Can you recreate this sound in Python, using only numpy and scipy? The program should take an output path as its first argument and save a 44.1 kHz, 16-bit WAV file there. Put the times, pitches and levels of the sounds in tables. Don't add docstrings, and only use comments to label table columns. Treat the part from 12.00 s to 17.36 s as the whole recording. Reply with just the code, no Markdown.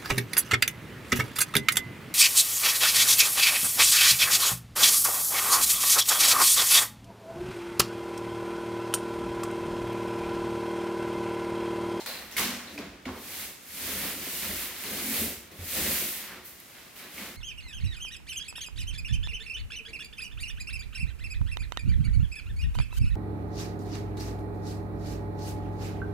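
import sys
import numpy as np
from scipy import signal
from scipy.fft import rfft, irfft, next_fast_len
from scipy.io import wavfile

SR = 44100
rng = np.random.default_rng(int(sys.argv[2]) if len(sys.argv) > 2 else 0)


def digitize_waveform(pressure):
    field = np.atleast_2d(pressure).T
    bounded = np.clip(field, -1, 1)
    quanta = np.round(bounded * 32767).astype(np.int16)
    wavfile.write(sys.argv[1], SR, quanta)


def amplitude_ratio(level_db):
    exponent = np.asarray(level_db, float) / 20
    return 10 ** exponent


N = 236596

# start_s, speed_up_s, slow_down_s, hiss_db, tips_db
GLIDES = [(.0, .05, 0.14, -48, -12), (.45, 0.089, 0.25, -44, -24), (.74, 0.11, 0.087, -53, -4),
          (1.55, .1, 0.18, -55.5, -16), (1.41, 0.29, 0.18, -40, 0.5), (1.9, 0.28, 0.36, -36.5, 0.5),
          (2.07, 0.24, 0.15, -40.5, 11), (2.4, 0.41, 0.27, -36.5, 0.5), (2.63, 0.33, 0.12, -38, 4),
          (3.0, 0.43, 0.43, -37.5, 1), (3.2, 0.23, 0.17, -33, 5.5), (3.3, .1, 0.18, -45, -6),
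          (3.58, 0.071, 0.088, -62, 24), (3.8, .2, .3, -31.5, 0.5), (3.92, 0.1, 0.34, -32.5, 4.5),
          (4.1, 0.31, 0.27, -40.5, 2.5), (4.47, 0.041, 0.14, -51, 2), (4.65, .4, 0.72, -54.5, -2),
          (4.985, 0.051, 0.17, -50.5, 2), (5.2, 0.14, 0.22, -45.5, 1), (5.28, 0.11, 0.14, -53, -10)]
# start_s, rasp_db, fade_60db_s, skin_db, board_db
LANDINGS = [(0.058, -38.5, 1.5, -41, -53), (.309, -45.5, 0.91, -49, -52.5),
            (0.364, -32.5, 0.76, -32.5, -46), (.379, -30, 0.93, -30.5, -42),
            (0.777, -39.5, 0.71, -58, -38.5), (1.051, -41.5, 0.85, -71, -38.5), (2.417, -39, 1.6, -44, -41),
            (2.835, -41.5, 2.2, -58, -43.5), (3.51, -52, 0.74, -56, -48.5), (3.586, -49.5, 0.76, -66, -45),
            (4.955, -51.5, 2.2, -63, -60)]
# start_s, press_s, release_s, rasp_db, board_db
LEANS = [(.0, .05, 0.088, -45.5, -49), (.23, .15, 0.058, -49, -46.5), (.44, .1, 0.18, -41, -39),
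         (.7, .15, .12, -50.5, -49), (.765, 0.047, 0.045, -55, -49), (1.415, 0.28, 0.18, -45.5, -49),
         (1.9, 0.21, 0.26, -41, -44.5), (2.07, 0.24, 0.13, -38, -42), (2.27, 0.33, 0.3, -43.5, -46),
         (2.52, 0.063, 0.16, -48, -44.5), (2.63, .15, 0.36, -42.5, -63), (3.0, 0.24, 0.18, -42, -43),
         (3.15, 0.13, 0.17, -41, -41.5), (3.24, 0.15, 0.17, -48, -39.5), (3.79, 0.088, 0.42, -38.5, -38),
         (4.03, 0.31, .12, -57, -48), (4.2, 0.068, 0.3, -47, -62), (4.34, 0.27, 0.15, -47, -54.5),
         (4.79, 0.14, 0.2, -51.5, -58.5), (5.04, 0.11, 0.15, -47.5, -53.5), (5.24, 0.14, 0.18, -42.5, -45)]
# pitch_hz, level_db
SKIN_COLOUR = [(2500, -14), (5000, -6), (7400, -4), (10000, -2), (13500, 0.5), (15000, -1.5), (16500, -6.5)]
# pitch_hz, level_db
SLAT_COLOUR = [(400, -15.5), (800, -7.5), (1300, -5.5), (2100, 2), (2900, -1), (4300, -2.5), (6500, -10),
               (11000, -19)]
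# pitch_hz, width_hz, level_db
BOARD_MODES = [(192, 57, 0), (220, 28, 4), (250, 27, -0.5), (308, 45, -2.5), (363.3, 17.2, 0),
               (420, 32, -4), (517, 79, -5.5), (700, 160, -12)]
# pitch_hz, width_hz, level_db
FRAME_MODES = [(50.6, 15, -0.5), (77, 16.5, 5), (99, 33, -0.5)]
# start_s, fade_60db_s, pitch_hz, width_hz, peak_db
RUSTLES = [(.001, 0.62, 4100, 700, -52.5), (.004, 0.34, 799.2, 292, -49), (.062, 0.63, 4150, 833.3, -42),
           (.066, 0.48, 597, 300, -45), (0.317, 0.32, 5660, 1500, -48), (.372, 0.48, 2120, 250, -40.5),
           (.376, 0.51, 1080, 298, -37), (.44, 0.19, 3500, 4020, -35), (0.668, 0.26, 3920, 594, -48),
           (1.062, 0.74, 916.7, 648, -42), (3.188, 0.52, 396, 140, -42), (4.29, .6, 1500, 700, -49.5),
           (4.445, 0.32, 14200, 2500, -46), (5.17, 0.58, 2140, 700, -45)]
# pitch_hz, level_db
AIR_COLOUR = [(24, -30), (40, 5.5), (190, 2.5), (831, -4), (2050, -4), (6820, -15.5), (13100, -24.5),
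              (16000, -31)]
# pitch_hz, fade_60db_s
ROOM_FADE = [(100, 1), (500, 0.5), (2000, 0.58), (6000, 0.45), (14000, 0.22)]
# start_s, slat_peak_db, slat_pitch_hz, ring_s, tick_db
PATS = [(0.0612, -14.5, 1800, 0.00079, -33), (.063, -17, 1300, .0008, -25), (0.312, -33, 2000, .001, -41),
        (.3662, -16.5, 2180, 0.0031, -22), (0.3813, -15, 2150, 0.0027, -42),
        (0.382, -26, 2240, 0.0023, -31), (0.7778, -15, 2460, 0.0017, -48), (1.054, -24, 2240, 0.0027, -52),
        (1.056, -30.5, 2830, 0.0029, -56), (2.837, -21, 2300, 0.00087, -22.5),
        (4.6008, -48, 2350, 0.0008, -31), (4.9571, -48, 2300, .001, -42), (4.9775, -44, 2500, .001, -40)]
# start_s, peak_db, pitch_hz, ring_s
SNAPS = [(0.0618, -22, 6900, 0.00015), (0.0634, -27, 9100, 0.00019), (.3126, -45, 11500, 0.00056),
         (.3807, -14, 5060, 0.00015), (0.385, -19, 3200, 0.00094), (0.395, -19, 4000, 0.00018),
         (.4412, -20, 12500, .0006), (.79, -30, 5200, 0.00033), (2.431, -23.5, 2280, .0006),
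         (2.512, -28, 2000, 0.0019), (4.601, -35, 13000, .001), (4.9645, -38, 14500, .0007),
         (4.9762, -37, 15000, .0007)]
# start_s, swell_s, first_pitch_hz, last_pitch_hz, peak_db
HUMS = [(.42, 0.073, 238, 244.6, -35.5), (.43, 0.048, 201.9, 192, -43), (.73, 0.045, 289, 287, -45.5),
        (.80, 0.045, 190.2, 202, -44.5), (1.055, 0.009, 85.8, 72.4, -44),
        (1.058, 0.015, 250.5, 257.7, -34.5), (1.08, 0.02, 209, 200, -50), (1.80, 0.064, 85.9, 79.5, -44.5),
        (1.93, 0.041, 196, 168.3, -42.5), (2.03, 0.033, 280, 302, -53), (2.25, 0.024, 250, 250, -51.5),
        (2.42, 0.042, 80, 89.4, -53), (2.46, 0.033, 187.5, 195, -45.5), (2.85, 0.02, 420, 420, -46),
        (3.01, 0.052, 252.7, 274.4, -40), (3.02, 0.053, 208.7, 237, -42.5), (3.18, 0.046, 88.2, 84, -44),
        (3.19, 0.033, 225.2, 228.3, -41), (3.585, 0.013, 93.4, 87, -39), (3.72, 0.037, 134, 151, -47),
        (3.76, 0.054, 155, 199, -41.5), (3.84, 0.042, 236.2, 220, -42), (4.29, 0.046, 367, 363, -55.5),
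        (5.19, 0.038, 193.3, 213, -49)]
# pitch_hz, level_db
MAT_WIDTH = [(50, -30), (125, -28), (250, -22), (500, -14.5), (1000, -11), (2000, -8), (4000, -2.5),
             (8000, -.5), (13000, -4)]
# pitch_hz, level_db
AIR_WIDTH = [(60, -14.5), (300, -2), (1000, 2), (2500, -4), (8000, -2)]
# pitch_hz, level_db
PORT_DIFFERENCE = [(300, -0.5), (1500, -0.8), (4000, -0.1), (8000, 0.4), (12000, -0.8), (16000, -2)]


def rms_one(x):
    return x / np.sqrt(np.mean(x ** 2) + 1e-20)


def at_hz(points, hz):
    table_hz, values = np.array(points).T
    return np.interp(np.log(hz + 1), np.log(table_hz), values)


def coloured(x, points):
    size = next_fast_len(N)
    gain = amplitude_ratio(at_hz(points, np.fft.rfftfreq(size, 1 / SR)))
    return irfft(rfft(x, size) * gain, size)[..., :N]


def tilted(x, pivot_hz, tilt_db):
    low = signal.sosfiltfilt(signal.butter(2, pivot_hz, fs=SR, output="sos"), x)
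    return low * amplitude_ratio(-tilt_db / 2) + (x - low) * amplitude_ratio(tilt_db / 2)


def drift(rate_hz):
    r = np.exp(-80 * np.pi * rate_hz / SR)
    slow = signal.lfilter([1], [1, -2 * r, r * r], rng.standard_normal(N // 40 + 2002))
    slow = slow[2000:]
    return np.interp(np.arange(N) / 40, np.arange(len(slow)), rms_one(slow))


def resonate(x, modes):
    out = 0
    for k, (hz, width_hz, db) in enumerate(modes):
        r = np.exp(-np.pi * width_hz / SR)
        poles = [1, -2 * r * np.cos(2 * np.pi * hz / SR), r * r]
        out = out + (-1) ** k * amplitude_ratio(db) * signal.lfilter([1 - r * r, 0, r * r - 1], poles, x)
    return out


def slips(per_s, spread_db, bunch_db):
    sizes = amplitude_ratio(spread_db * np.minimum(rng.exponential(1, (2, N)), 5))
    signs = rng.choice([-1, 1], (2, N))
    born = rng.random((2, N)) < per_s / SR
    return sizes * signs * born * amplitude_ratio(bunch_db * drift(19.5))


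def swell(s, swell_s, t60):
    t = np.clip(np.arange(N) / SR - s, 0, None)
    rise = np.sin(np.pi / 2 * np.minimum(t / swell_s, 1)) ** 2
    return t, rise * amplitude_ratio(-60 * np.maximum(t - swell_s, 0) / t60)


def motion(s, rise_s, fall_s):
    drop_db, bluntness = 19.5, 1.84
    t = np.arange(0, N + 32, 32) / SR - s
    share = np.where(t < 0, t / max(rise_s, .01), t / max(fall_s, .01))
    loss = np.abs(share) ** bluntness
    return np.interp(np.arange(N) / 32, np.arange(len(t)), amplitude_ratio(-drop_db * np.minimum(loss, 6)))


def hands():
    skin, slats, board = (np.full(N, amplitude_ratio(2 * rest_db)) for rest_db in (-73.5, -61.5, -65.5))
    tips = np.zeros(N)
    for s, rise_s, fall_s, hiss_db, tips_db in GLIDES:
        power = (amplitude_ratio(hiss_db) * motion(s, rise_s, fall_s)) ** 2
        skin = skin + power
        tips = tips + tips_db * power
        slats = slats + power * amplitude_ratio(-2 * 6)

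    touch_s, board_touch_s = 0.0056, 0.015
    for s, rasp_db, t60, skin_db, board_db in LANDINGS:
        skin = skin + (amplitude_ratio(skin_db) * swell(s, touch_s, t60 * 0.64)[1]) ** 2
        slats = slats + (amplitude_ratio(rasp_db) * swell(s, touch_s, t60)[1]) ** 2
        board = board + (amplitude_ratio(board_db) * swell(s, board_touch_s, t60)[1]) ** 2

    for s, press_s, release_s, rasp_db, board_db in LEANS:
        power = motion(s, press_s, release_s) ** 2
        slats = slats + power * amplitude_ratio(2 * rasp_db)
        board = board + power * amplitude_ratio(2 * board_db)

    skin_db, slat_db, board_db = 10 * np.log10([skin, slats, board])
    stiff_db = np.clip(-3 + 0.8 * (skin_db - slat_db), -10.5, 10.5)
    return skin_db, slat_db, board_db, tips / skin, stiff_db


def sweeping():
    hiss_db, rasp_db, board_db, tips_db, stiff_db = hands()
    frame_db = -55 + 1.25 * (board_db + 44) + 3.5 * drift(10)

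    hiss = rms_one(coloured(slips(16000, spread_db=2.5, bunch_db=0.1), SKIN_COLOUR))
    hiss = amplitude_ratio(hiss_db) * tilted(hiss, 8000, tips_db)

    rasp = rms_one(coloured(slips(7000, spread_db=1.5, bunch_db=0.44), SLAT_COLOUR))
    rasp = amplitude_ratio(rasp_db) * tilted(rasp, 1560, stiff_db)

    boards = rms_one(resonate(slips(2000, spread_db=2.0, bunch_db=1.85), BOARD_MODES))
    boards = amplitude_ratio(board_db - 2.0) * boards

    frame = rms_one(resonate(slips(900, spread_db=2.0, bunch_db=-0.6), FRAME_MODES))
    return hiss + rasp + boards + amplitude_ratio(frame_db) * frame


def background_murmur():
    return amplitude_ratio(-57) * rms_one(coloured(rng.standard_normal((2, N)), AIR_COLOUR))


def rustles():
    out = np.zeros((2, N))
    source = slips(5000, spread_db=3.0, bunch_db=1.0)
    for s, t60, hz, width_hz, peak_db in RUSTLES:
        strip = [(hz, width_hz, 0)]
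        ringing = rms_one(resonate(resonate(source, strip), strip))
        level = swell(s, 0.0086, t60)[1]
        out += amplitude_ratio(peak_db) * level * ringing
    return out


def room(x):
    t = np.arange(SR) / SR
    edges = np.geomspace(40, 18000, 9)
    white, tail = rng.standard_normal((2, SR)), 0
    for low, high in zip(edges, edges[1:]):
        band = signal.sosfilt(signal.butter(2, [low, high], "band", fs=SR, output="sos"), white)
        t60 = np.clip(at_hz(ROOM_FADE, np.sqrt(low * high)), .1, 3)
        tail = tail + band * amplitude_ratio(-60 * t / t60)
    tail = tail * np.clip((t - .006) / 0.0093, 0, 1)
    tail = tail / np.sqrt(np.sum(tail ** 2) / 2)
    return signal.fftconvolve(x[None], tail, axes=1)[:, :N]


def pats():
    out, t = np.zeros(N), np.arange(1300) / SR
    noise = rng.standard_normal((len(PATS), 2, len(t)))
    treble = signal.butter(4, 10500, "high", fs=SR, output="sos")
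    rise = 1 - np.exp(-t / .0006)
    for (s, slat_db, hz, ring_s, tick_db), (slat_noise, tick_noise) in zip(PATS, noise):
        ring_s = max(ring_s, .0004)
        clatter = np.clip(0.00047 / ring_s, 0, 1)
        rough = rms_one(resonate(slat_noise, [(hz, 1200, 0)]))
        tone = np.sin(2 * np.pi * hz * t)
        slat = ((1 - clatter) * tone + clatter * rough) * np.exp(-t / ring_s)
        tick = signal.sosfilt(treble, tick_noise) * np.exp(-t / 0.0014)
        at = round(s * SR)
        out[at:at + len(t)] += rise * (amplitude_ratio(slat_db - 4.0) * slat + amplitude_ratio(tick_db + 2) * tick)
    return out


def snaps():
    out, t = np.zeros(N), np.arange(300) / SR
    for s, peak_db, hz, ring_s in SNAPS:
        click = np.sin(2 * np.pi * hz * t) * np.exp(-t / max(ring_s, .0001))
        at = round(s * SR)
        out[at:at + len(t)] += amplitude_ratio(peak_db + 1.5) * click
    return out


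def hums():
    out = np.zeros(N)
    for s, swell_s, first_hz, last_hz, peak_db in HUMS:
        t, level = swell(s, swell_s, 0.2 + 6.4 * swell_s)
        hz = last_hz + (first_hz - last_hz) * np.exp(-t / swell_s / 2.03)
        out += amplitude_ratio(peak_db) * level * np.sin(2 * np.pi * np.cumsum(hz) / SR)
    return out * amplitude_ratio(3.95 * drift(15))


def left_right(front_side, width):
    front = front_side[0]
    side = coloured(front_side[1], width)
    return np.array([front + side, front - side])


def scene():
    sweep = sweeping()
    air = background_murmur()
    rustle = rustles()
    hits = pats() + snaps()
    hum = hums()
    echoes = amplitude_ratio(-15) * room(sweep[0]) + amplitude_ratio(-12) * room(hits) + amplitude_ratio(-10.5) * room(hum)
    wide = left_right(sweep + rustle + echoes, MAT_WIDTH)
    return wide + left_right(air, AIR_WIDTH) + hits + hum


def top_cut(x):
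    return signal.sosfilt(signal.butter(12, 15920, fs=SR, output="sos"), x)


def record(dry):
    size = next_fast_len(N)
    hz = np.fft.rfftfreq(size, 1 / SR)
    ports = amplitude_ratio(at_hz(PORT_DIFFERENCE, hz) * np.array([[.5], [-.5]]))
    ports = ports * (hz < 15920)
    ports = ports * hz ** 2 / (hz ** 2 + 35 ** 2)
    mix = irfft(rfft(dry, size) * ports, size)[:, :N]
    return top_cut(mix)


dry = scene()
out = record(dry)
digitize_waveform(out)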